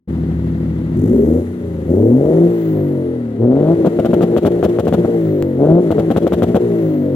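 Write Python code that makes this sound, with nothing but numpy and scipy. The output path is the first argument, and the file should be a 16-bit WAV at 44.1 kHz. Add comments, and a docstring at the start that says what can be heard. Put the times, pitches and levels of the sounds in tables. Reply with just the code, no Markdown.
"""Six-cylinder revs and exhaust bangs

A dirt track, stereo microphone low and close, the car's tailpipe just to its left. The engine idles
and is revved four times; after the last two revs unburnt fuel bangs in the pipe, and a limiter ducks
the engine around the loud bangs. Farther off: engine-bay clatter, gas hiss, a light breeze and a
faint whistle, likely a turbo."""
import sys
import numpy as np
from scipy import signal
from scipy.fft import rfft, irfft, next_fast_len
from scipy.io import wavfile
from scipy.ndimage import uniform_filter1d, minimum_filter1d, map_coordinates

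SR = 44100
rng = np.random.default_rng(int(sys.argv[2]) if len(sys.argv) > 2 else 0)


def generate_wav(sig):
    """Save sig (samples, or channels by samples) to the path in sys.argv[1] as 16-bit PCM at SR."""
    pcm = np.round(np.clip(np.atleast_2d(sig).T, -1, 1) * 32767).astype(np.int16)
    wavfile.write(sys.argv[1], SR, pcm)


N = 315315
TIME = np.arange(N) / SR


def amp(db):
    """Decibels to gain."""
    return 10 ** (np.asarray(db) / 20)


def unit(x):
    """Scale to rms 1."""
    return x / np.sqrt(np.mean(x ** 2) + 1e-20)


def steady(x, span_s):
    """Hold the running rms at 1."""
    window = signal.get_window("hann", int(span_s * SR))
    power = signal.fftconvolve(x ** 2, window, "same") / (span_s * SR / 2)
    return x / np.sqrt(np.abs(power) + 1e-4 * np.mean(x ** 2))


def along(points, hz):
    """Read (f/Hz, value) points on a log axis."""
    f, values = np.transpose(points)
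    return np.interp(np.log(hz + 1), np.log(f), values)


def curves(rows, at):
    """Read each later column at the given values of the first."""
    knots, *columns = np.transpose(rows)
    return [np.interp(at, knots, column) for column in columns]


def wobble(rate):
    """A smooth random curve, rate knots a second."""
    return map_coordinates(rng.standard_normal(int(N * rate / SR) + 4), [TIME * rate], order=2)


def gate(start, end, attack, release):
    """Envelope 0-1: opens from start, holds, closes from end."""
    return np.clip((TIME - start) / attack, 0, 1) * np.clip(1 - (TIME - end) / release, 0, 1)


def filtered(x, response):
    """Filter x by a complex response of frequency."""
    size = 2 * next_fast_len(N // 2 + SR // 4)
    return irfft(rfft(x, size) * response(np.fft.rfftfreq(size, 1 / SR)), size)[..., :N]


def ring(x, spectrum):
    """Causal filter with the given spectrum: a pulse rings after it arrives."""
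    size = 2 ** 13
    cepstrum = irfft(np.log(amp(along(spectrum, np.fft.rfftfreq(size, 1 / SR)))))
    cepstrum[1:size // 2] *= 2
    cepstrum[size // 2:] = 0
    response = irfft(np.exp(rfft(cepstrum)))
    return signal.oaconvolve(x, response / np.abs(response).max())[:N]


# likeness of diffuse sound in the microphone's two channels: f/Hz, correlation
COHERENCE = [(40, .3), (150, .9), (1000, .45), (2000, 0.52), (4000, 0.069), (8000, -0.27)]
def diffuse_noise(spectrum):
    """Stereo noise from all round the microphone; its mid has rms 1."""
    spread = lambda hz: np.arccos(np.clip(along(COHERENCE, hz), -.9, .99)) / 2
    shape = lambda hz: amp(along(spectrum, hz)) * np.array([np.ones_like(hz), np.tan(spread(hz))])
    mid, side = filtered(rng.standard_normal((2, N)), shape)
    return np.array([mid + side, mid - side]) / np.std(mid)


def firing(turns):
    """Six cylinders fire three times a revolution."""
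    return np.cos(6 * np.pi * turns)


def crank_note(turns, orders, waver_db):
    """Orders in multiples of three line up as firing pulses; the rest come from unequal cylinders."""
    tone = np.zeros(N)
    for order, db in orders:
        offset = rng.random() * (order % 3 != 0)
        tone -= amp(db + waver_db * wobble(14)) * np.cos(2 * np.pi * (order * turns + offset))
    return tone


# idle at the tailpipe: multiple of the crank speed, level/dB
IDLE_ORDERS = [(6.0, -22.5), (7.0, -53.5), (8.0, -37.5), (9.0, -24.5), (10.0, -50), (11.0, -45),
               (12.0, -26), (13.0, -20), (14.0, -55), (15.0, -55.5), (16.0, -27), (17.0, -28), (17.5, -53),
               (18.0, -49), (19.0, -54), (19.5, -34), (20.0, -24), (21.0, -30), (22.0, -53), (24.0, -50),
               (25.0, -31), (26.0, -36), (27.0, -28.5), (28.0, -35.5), (29.0, -55.5), (30.0, -64),
               (31.5, -37.5), (32.0, -58), (39.5, -40.5)]
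def idle_note(turns):
    """The engine ticks over on gently wavering harmonics of the crank."""
    return unit(crank_note(turns, IDLE_ORDERS, waver_db=1.8))


# burble at the tailpipe: f/Hz, level/dB
BURBLE_SPECTRUM = [(25, -40.5), (50, -28.5), (75, -7), (120, -10.5), (170, -4), (240, -0.5), (350, 1.5),
                   (480, -1), (620, -8.5), (800, -20), (1100, -35.5), (1500, -45), (2500, -61),
                   (5000, -94.5)]
def uneven_burning(turns, idling):
    """A burble of one noise puff per firing; at idle one firing in three is stronger."""
    lope = 1 + 0.21 * idling * np.cos(2 * np.pi * turns)
    puffs = rng.standard_normal(N) * lope * (1 + firing(turns)) ** 2
    return steady(ring(puffs, BURBLE_SPECTRUM), span_s=0.5)


# loudness by engine speed: speed/rpm, pedal-up exhaust/dB, clatter/dB, gas hiss/dB
LEVELS_BY_SPEED = [(760, -17.5, -47, -64.5), (1720, -21.5, -49, -63), (2200, -22, -51, -69),
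                   (3033, -14.5, -47, -63), (3275, -14.5, -44.5, -59.5)]
# unburnt fuel smoulders in the pipe: start/s, end/s
OVERRUNS = [(3.74, 5.06), (5.8, 6.6)]
BURBLE_COAST_DB, BURBLE_OVERRUN_DB, BURBLE_PULL_DB = -16, -6.5, -8  # against the note
REFERENCE_RPM, BURBLE_DB_PER_OCTAVE = 3000, 6.5
EVENING = 0.44  # share of the cylinders' unequal note lost at full pedal
def exhaust(rpm, turns):
    """The tailpipe, close up: it idles, pulls under the pedal, coasts, and sputters on smouldering fuel."""
    pulling, throttle, load_gain, slump_db = pedal()
    idling = np.clip(1 - (TIME - REVS[0][0]) / PRESS_S, 0, 1)
    overrun = sum(gate(start, end, attack=.02, release=0.18) for start, end in OVERRUNS)
    octaves = np.log2(rpm / REFERENCE_RPM)
    idle = idle_note(turns)
    load, coast = pipe_notes(rpm, turns)
    burble = uneven_burning(turns, idling)
    pedal_down = (1 - EVENING * throttle) * load + hard_pulses(turns, throttle, octaves)
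    pedal_down += amp(BURBLE_PULL_DB + BURBLE_DB_PER_OCTAVE * octaves) * burble
    pedal_up = np.sqrt(idling) * idle + np.sqrt(1 - idling) * coast
    pedal_up += amp(BURBLE_COAST_DB + overrun * (BURBLE_OVERRUN_DB - BURBLE_COAST_DB)) * burble
    pedal_up_db, _, _ = curves(LEVELS_BY_SPEED, rpm)
    flutter_db = 2.5 * overrun * wobble(32)
    pedal_up *= np.sqrt(1 - pulling) * amp(pedal_up_db - slump_db + flutter_db)
    return duck_around_bangs(depth_db=9.5, gap_s=0.0094) * (load_gain * pedal_down + pedal_up)


# valve clatter, heard from the tail of the car: f/Hz, level/dB
CLATTER_SPECTRUM = [(470, -25.5), (800, -2.5), (908, -9), (963, -2), (1040, -8.5), (1330, -5.5), (1670, -9),
                    (1960, -5), (2480, -18.5), (2630, -16), (4070, -22), (4900, -28), (6000, -35.5),
                    (7800, -52), (13200, -120)]
# gas hiss from the same spot: f/Hz, level/dB
HISS_SPECTRUM = [(2350, -18.5), (3300, -1.5), (4000, -12), (5360, -5), (6480, 2.5), (7030, 0.5),
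                 (7700, 0.5), (9050, -5), (10200, 3), (11500, -7), (12200, 2.5), (12800, -6), (14400, -1.5),
                 (15800, -12)]
OVERRUN_HISS_DB, CHUFF_RPM = -62.5, 1300  # below this speed the added hiss chuffs once per firing
BAY_LEAD_S = 0.00024  # the clatter reaches the left channel first
def engine_bay(rpm, turns, beat, linger_s):
    """Valve clatter and gas hiss pulse with the firings; revs and overruns add hiss that lingers."""
    _, clatter_db, hiss_db = curves(LEVELS_BY_SPEED, rpm)
    added_hiss = sum(amp(db) * gate(down, up, PRESS_S, linger_s) for down, up, *_, db in REVS)
    smoulder = sum(gate(start, end, attack=end - start, release=.4) for start, end in OVERRUNS)
    added_hiss += amp(OVERRUN_HISS_DB) * smoulder
    added_hiss *= 1 + firing(turns) / (1 + (rpm / CHUFF_RPM) ** 6)
    pulsing = unit(1 + beat * firing(turns) + 0.075 * np.cos(np.pi * turns))
    flicker_db = 0.46 * wobble(60) + 1.2 * np.cos(2 * np.pi * turns) ** 3
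    clatter = amp(clatter_db + flicker_db) * diffuse_noise(CLATTER_SPECTRUM)
    clatter = filtered(clatter, lambda hz: np.exp(np.outer([1j, -1j], np.pi * hz * BAY_LEAD_S)))
    hiss = np.hypot(amp(hiss_db), added_hiss) * diffuse_noise(HISS_SPECTRUM)
    return pulsing * (clatter + hiss)


# open air over the track: f/Hz, level/dB
BREEZE_SPECTRUM = [(15, -8.5), (40, -10), (100, -12), (400, -8), (900, -11.5), (1600, -37), (3000, -47.5)]
def breeze():
    """Moving air makes a faint, steady, low rush."""
    return amp(-49) * diffuse_noise(BREEZE_SPECTRUM)


# stabs of the pedal: down/s, up/s, closing time/s, depth 0-1, exhaust/dB, gas hiss/dB
REVS = [(0.941, 1.356, 0.082, 0.38, -10, -58), (1.867, 2.409, .12, 0.16, -9.5, -59.5),
        (3.379, 3.737, 0.014, 0.87, -10, -70), (5.57, 5.799, .015, 0.95, -6.5, -62)]
PRESS_S, FIRST_PUSH = 0.043, 0.76  # the pedal drops fast to this share of its depth, then eases on
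SLUMP_DB, SLUMP_AFTER_S, SLUMP_S = 3, 0.21, 0.047
def pedal():
    """Each stab loads the engine; the flow slumps once a light pedal has closed."""
    pulling, throttle, load_gain, slump_db = np.zeros((4, N))
    for down, up, closing, depth, db, _ in REVS:
        held = gate(down, up, PRESS_S, closing)
        pulling += held
        throttle += held * depth * np.interp(TIME, [down, up], [FIRST_PUSH, 1])
        load_gain += held * amp(db)
        slump_db += SLUMP_DB * (1 - depth) * np.exp(-((TIME - up - SLUMP_AFTER_S) / SLUMP_S) ** 2)
    return np.clip(pulling, 0, 1), throttle, load_gain, slump_db


def gas_pulses(turns, levels_db, waver_db, extra_orders, fall_db_per_octave=8.5):
    """Crank orders from the second up, then a series that falls away, every third order stronger."""
    orders = list(enumerate(levels_db, start=2))
    first = len(orders) + 2
    for order in range(first, first + extra_orders):
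        db = levels_db[-1] - fall_db_per_octave * np.log2(order / first)
        orders.append((order, db - 3 * (order % 3 != 0)))
    return crank_note(turns, orders, waver_db)


# gas pulses entering the pipe: multiple of the crank speed, under load/dB, coasting/dB
PULSE_ORDERS = [(2, -23.5, -8), (3, 1.5, 2), (4, -25, -8.5), (5, -13.5, -8.5), (6, 1.5, 2.5),
                (7, -3.5, -3.5), (8, -24.5, -5), (9, -0.5, -27.5), (10, -2, -6.5), (11, -11.5, -5.5),
                (12, 1, -17.5), (13, -3.5, -6.5), (14, -16, -7), (15, -12, -17), (16, -4, -17.5),
                (17, -4, -16.5), (18, -18, -25.5), (19, -8, -6.5)]
# response of silencer and tailpipe: f/Hz, level/dB
PIPE_RESPONSE = [(40, -35), (60, -23.5), (80, -10), (110, -5), (135, -12.5), (165, -7), (200, -12),
                 (245, 2), (290, -9), (350, -2.5), (470, -6.5), (560, -11.5), (750, -26.5), (1100, -40),
                 (1600, -50)]
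# pipe resonances: f/Hz, width/Hz, level/dB
PIPE_BOOMS = [(80, 18, -3.5), (125.8, 45, 0), (176, 16, 9)]
def pipe_notes(rpm, turns):
    """Gas pulses ring the pipe; under load it booms as the firing rate passes a resonance."""
    _, load_db, coast_db = np.transpose(PULSE_ORDERS)
    firing_hz = rpm / 20
    boom = sum(amp(db) / (1 + (2 * (firing_hz - hz) / width) ** 2) for hz, width, db in PIPE_BOOMS)
    load = gas_pulses(turns, load_db, waver_db=4.5, extra_orders=10) - boom * firing(turns)
    coast = gas_pulses(turns, coast_db, waver_db=3.5, extra_orders=1)
    return steady(ring(load, PIPE_RESPONSE), span_s=1.0), steady(ring(coast, PIPE_RESPONSE), span_s=0.1)


# steep edge of the firing pulses at full pedal: f/Hz, level/dB
RASP_SPECTRUM = [(150, -43), (400, -2.5), (500, 8), (660, -1), (800, -15.5), (1050, -24.5), (1400, -28.5),
                 (1900, -46.5), (4000, -46), (8000, -90)]
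BARK_DB, RASP_DB, RASP_DB_PER_OCTAVE = -2, -4.5, 11
FIRING_JITTER = .016  # share of the pulse spacing
def hard_pulses(turns, throttle, octaves):
    """A deep pedal makes even pulses bark in the pipe; their edges steepen with speed and rasp."""
    firings_so_far = np.floor(3 * turns + FIRING_JITTER * wobble(170))
    edges = np.diff(firings_so_far, prepend=0) * amp(2.8 * wobble(170))
    muffled_pipe = np.vstack([PIPE_RESPONSE, (4000, -100)])
    bark = steady(ring(-edges, muffled_pipe), span_s=.3)
    turbulence = .018 * (1 + firing(turns)) ** 2 * rng.standard_normal(N)
    rasp = steady(ring(turbulence - edges, RASP_SPECTRUM), span_s=0.24)
    return throttle ** 2 * (amp(BARK_DB) * bark + amp(RASP_DB + RASP_DB_PER_OCTAVE * octaves) * rasp)


# top of each whistle, faint behind the pipe: t/s, f/Hz, level/dB
WHISTLES = [(1.21, 13600, -57), (2.02, 13460, -60), (2.66, 15100, -51), (5.28, 15370, -55.5),
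            (6.87, 15200, -55)]
HALF_PITCH_S, TOP_ROUNDNESS, TOP_HOLD_S = 0.8, 1.1, .05  # times count either side of the top
RISE_DB_PER_S, FALL_DB_PER_S = 74, 39.5
def turbo(width_hz):
    """A breathy band of noise arches in pitch and level as the rotor spins up and runs down."""
    rotor = np.zeros(N, complex)
    for top_s, top_hz, db in WHISTLES:
        since = TIME - top_s
        hz = top_hz / (1 + np.abs(since / HALF_PITCH_S) ** TOP_ROUNDNESS)
        fade_db = np.minimum(RISE_DB_PER_S * (TOP_HOLD_S + since), FALL_DB_PER_S * (TOP_HOLD_S - since))
        rotor += amp(db + np.minimum(fade_db, 0)) * np.exp(2j * np.pi * np.cumsum(hz) / SR)
    blur = unit(filtered(rng.standard_normal((2, 2, N)), lambda f: 1 / (1 + (f / width_hz) ** 2)))
    return blur[0] * rotor.real + blur[1] * rotor.imag


# unburnt fuel fires in the pipe: t/s, blast level/dB, burn length/s
BANGS = [(3.847, -9, 0.035), (3.988, -8, .018), (4.047, -3, 0.022), (4.132, -8, .016), (4.208, -5.5, .034),
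         (4.3637, 1.5, 0.025), (4.449, 0, 0.033), (4.627, 0.5, 0.034), (4.786, 1.5, .022),
         (4.869, -3.5, 0.024), (4.925, -1, 0.027), (5.047, -13, 0.013), (5.905, -6, .022),
         (5.981, -6, 0.027), (6.103, -4.5, .021), (6.162, 0.5, .022), (6.267, -1, .015), (6.321, -1, .026),
         (6.421, -0.5, 0.024), (6.545, -3, .033)]
# body of a bang at close range: f/Hz, level/dB
BLAST_SPECTRUM = [(25, -33.5), (50, -17.5), (80, 1.5), (130, 1), (200, 7.5), (300, 4), (480, 5.5),
                  (700, -3), (1000, -18), (1400, -21), (2200, -46.5), (3400, -48.5), (5000, -61.5),
                  (15000, -75)]
# its shock front: f/Hz, level/dB
CRACK_SPECTRUM = [(200, -30.5), (700, 21), (1400, 8), (2200, -7.5), (3400, -13.5), (5000, -37),
                  (12000, -49)]
# the gas jet behind it: f/Hz, level/dB
JET_SPECTRUM = [(300, -34.5), (900, 1), (1400, 8.5), (2300, 4), (3300, 6), (5000, -7.5), (7000, -7),
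                (9000, -12), (12000, -8), (15500, -12)]
JET_DB, JET_DB_PER_DB = -26.5, 1.54  # jet behind a 0 dB bang, and its growth with the blast
PUFF_AFTER_S, PUFF_S, PUFF_GAIN = 0.069, 0.0088, 0.084  # a faint puff of hiss follows each bang
def bangs(front_db, after_db, spacing_s, flame_db, crack_db, pulses=10):
    """Each bang: a shock front, after-pulses while the fuel burns, and a jet that swells behind them."""
    push, shock, jet = np.zeros((3, N))
    t = np.arange(SR // 8) / SR
    for at_s, db, burn_s in BANGS:
        delays = (np.arange(pulses) + 1 + rng.uniform(-0.39, 0.33, pulses)) * spacing_s
        sizes = amp(after_db + rng.normal(0, 2, pulses)) / (1 + (delays / burn_s) ** 8)
        burn = amp(flame_db) * rng.standard_normal(len(t)) / (1 + (t / burn_s) ** 8)
        burn[(delays * SR).astype(int)] -= sizes
        burn[0] -= amp(front_db)
        start = round((at_s + 0.00092) * SR)  # each bang sounds about 1 ms after its listed time
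        push[start:start + len(t)] += amp(db) * burn
        shock[start] = -amp(2 * db + crack_db)  # stronger fronts steepen more
        swell = np.exp(-((t - 0.55 * burn_s) / (0.37 * burn_s)) ** 2)
        tail = 0.39 * amp(-60 * t / 0.17)
        puff = PUFF_GAIN * np.exp(-((t - PUFF_AFTER_S) / PUFF_S) ** 2)
        jet[start:start + len(t)] += amp(JET_DB + JET_DB_PER_DB * db) * (swell + tail + puff)
    blast = ring(push, BLAST_SPECTRUM) + ring(shock, CRACK_SPECTRUM)
    return blast, jet * diffuse_noise(JET_SPECTRUM) * amp(0.62 * wobble(500))


def duck_around_bangs(depth_db, gap_s):
    """The engine note ducks briefly just before each bang and again just after it."""
    dip = np.zeros(N)
    for at_s, db, burn_s in BANGS:
        before = np.exp(-((TIME - at_s + 0.0084) / 0.0036) ** 2)
        after = np.exp(-((TIME - at_s - burn_s - gap_s) / 0.01) ** 2)
        dip += amp(db / 2) * (0.27 * before + after)
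    return amp(-depth_db * dip)


def click(at_s, db):
    """One dry click: a sharp pulse with a speck of noise."""
    t = np.maximum(TIME - at_s, 0)
    speck = .3 * rng.standard_normal(N) * np.exp(-t / .0003)
    return amp(db) * (TIME >= at_s) * (np.exp(-t / .001) + speck)


# the crankshaft through the four revs: t/s, speed/rpm
CRANK_SPEED = [(.93, 760), (1.0, 853), (1.2, 1410), (1.44, 1810), (1.54, 1850), (1.87, 1570), (2.1, 2355),
               (2.3, 3160), (2.4, 3370), (2.5, 3490), (3.2, 2430), (3.36, 2140), (3.5, 2530), (3.73, 3400),
               (3.85, 3200), (3.95, 3460), (5.1, 3500), (5.58, 2660), (5.8, 3610), (5.9, 3190),
               (6.62, 3610), (7.15, 2740)]
# the tailpipe's sound reaches the left channel first: f/Hz, phase lead/rad
LEFT_LEAD = [(20, .05), (110, 0.15), (250, 0.22), (430, 0.84), (1400, 0.46), (4000, 1.5)]
# balance at the microphone: f/Hz, left over right/dB
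LEFT_BALANCE = [(60, .5), (200, 1.7), (380, 1.7), (700, 5.8), (2400, 5.5), (4400, 3.3), (8000, 4.5)]
def scene():
    """The tailpipe close on the microphone's left, the diffuse noises around it."""
    rpm, = curves(CRANK_SPEED, TIME)
    turns = np.cumsum(rpm) / 60 / SR
    blast, jet = bangs(front_db=10.0, after_db=-0.5, spacing_s=.0045, flame_db=-19.5, crack_db=-0.5)
    close = click(at_s=5.425, db=-10.5) - exhaust(rpm, turns) - blast
    close = filtered(close, lambda hz: np.exp(np.outer([.5j, -.5j], along(LEFT_LEAD, hz))))
    around = engine_bay(rpm, turns, beat=0.043, linger_s=0.23) + jet + turbo(width_hz=1150) + breeze()
    return filtered(close + around, lambda hz: amp(np.outer([.5, -.5], along(LEFT_BALANCE, hz))))


def limiter(x, ceiling, ahead_s, release_db_per_s):
    """The gain sinks ahead of each peak over the ceiling and climbs back at a steady rate."""
    need_db = 20 * np.log10(np.minimum(1, ceiling / (np.abs(x).max(axis=0) + 1e-9)))
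    window = 2 * int(ahead_s * SR)
    held_db = minimum_filter1d(need_db, window)
    climb_db = release_db_per_s * TIME
    gain_db = np.minimum.accumulate(held_db - climb_db) + climb_db
    return x * amp(uniform_filter1d(gain_db, window))


OPEN_S, TOP_HZ = 0.074, 15900
def record(dry):
    """The microphone channel opens, limits the peaks and passes nothing above its band."""
    opening = np.clip((TIME - OPEN_S) / 0.017, .003, 1)
    limited = limiter(dry * opening, ceiling=1.0, ahead_s=0.0037, release_db_per_s=229.5)
    return filtered(limited, lambda hz: hz < TOP_HZ)


dry = scene()
out = record(dry)
generate_wav(out)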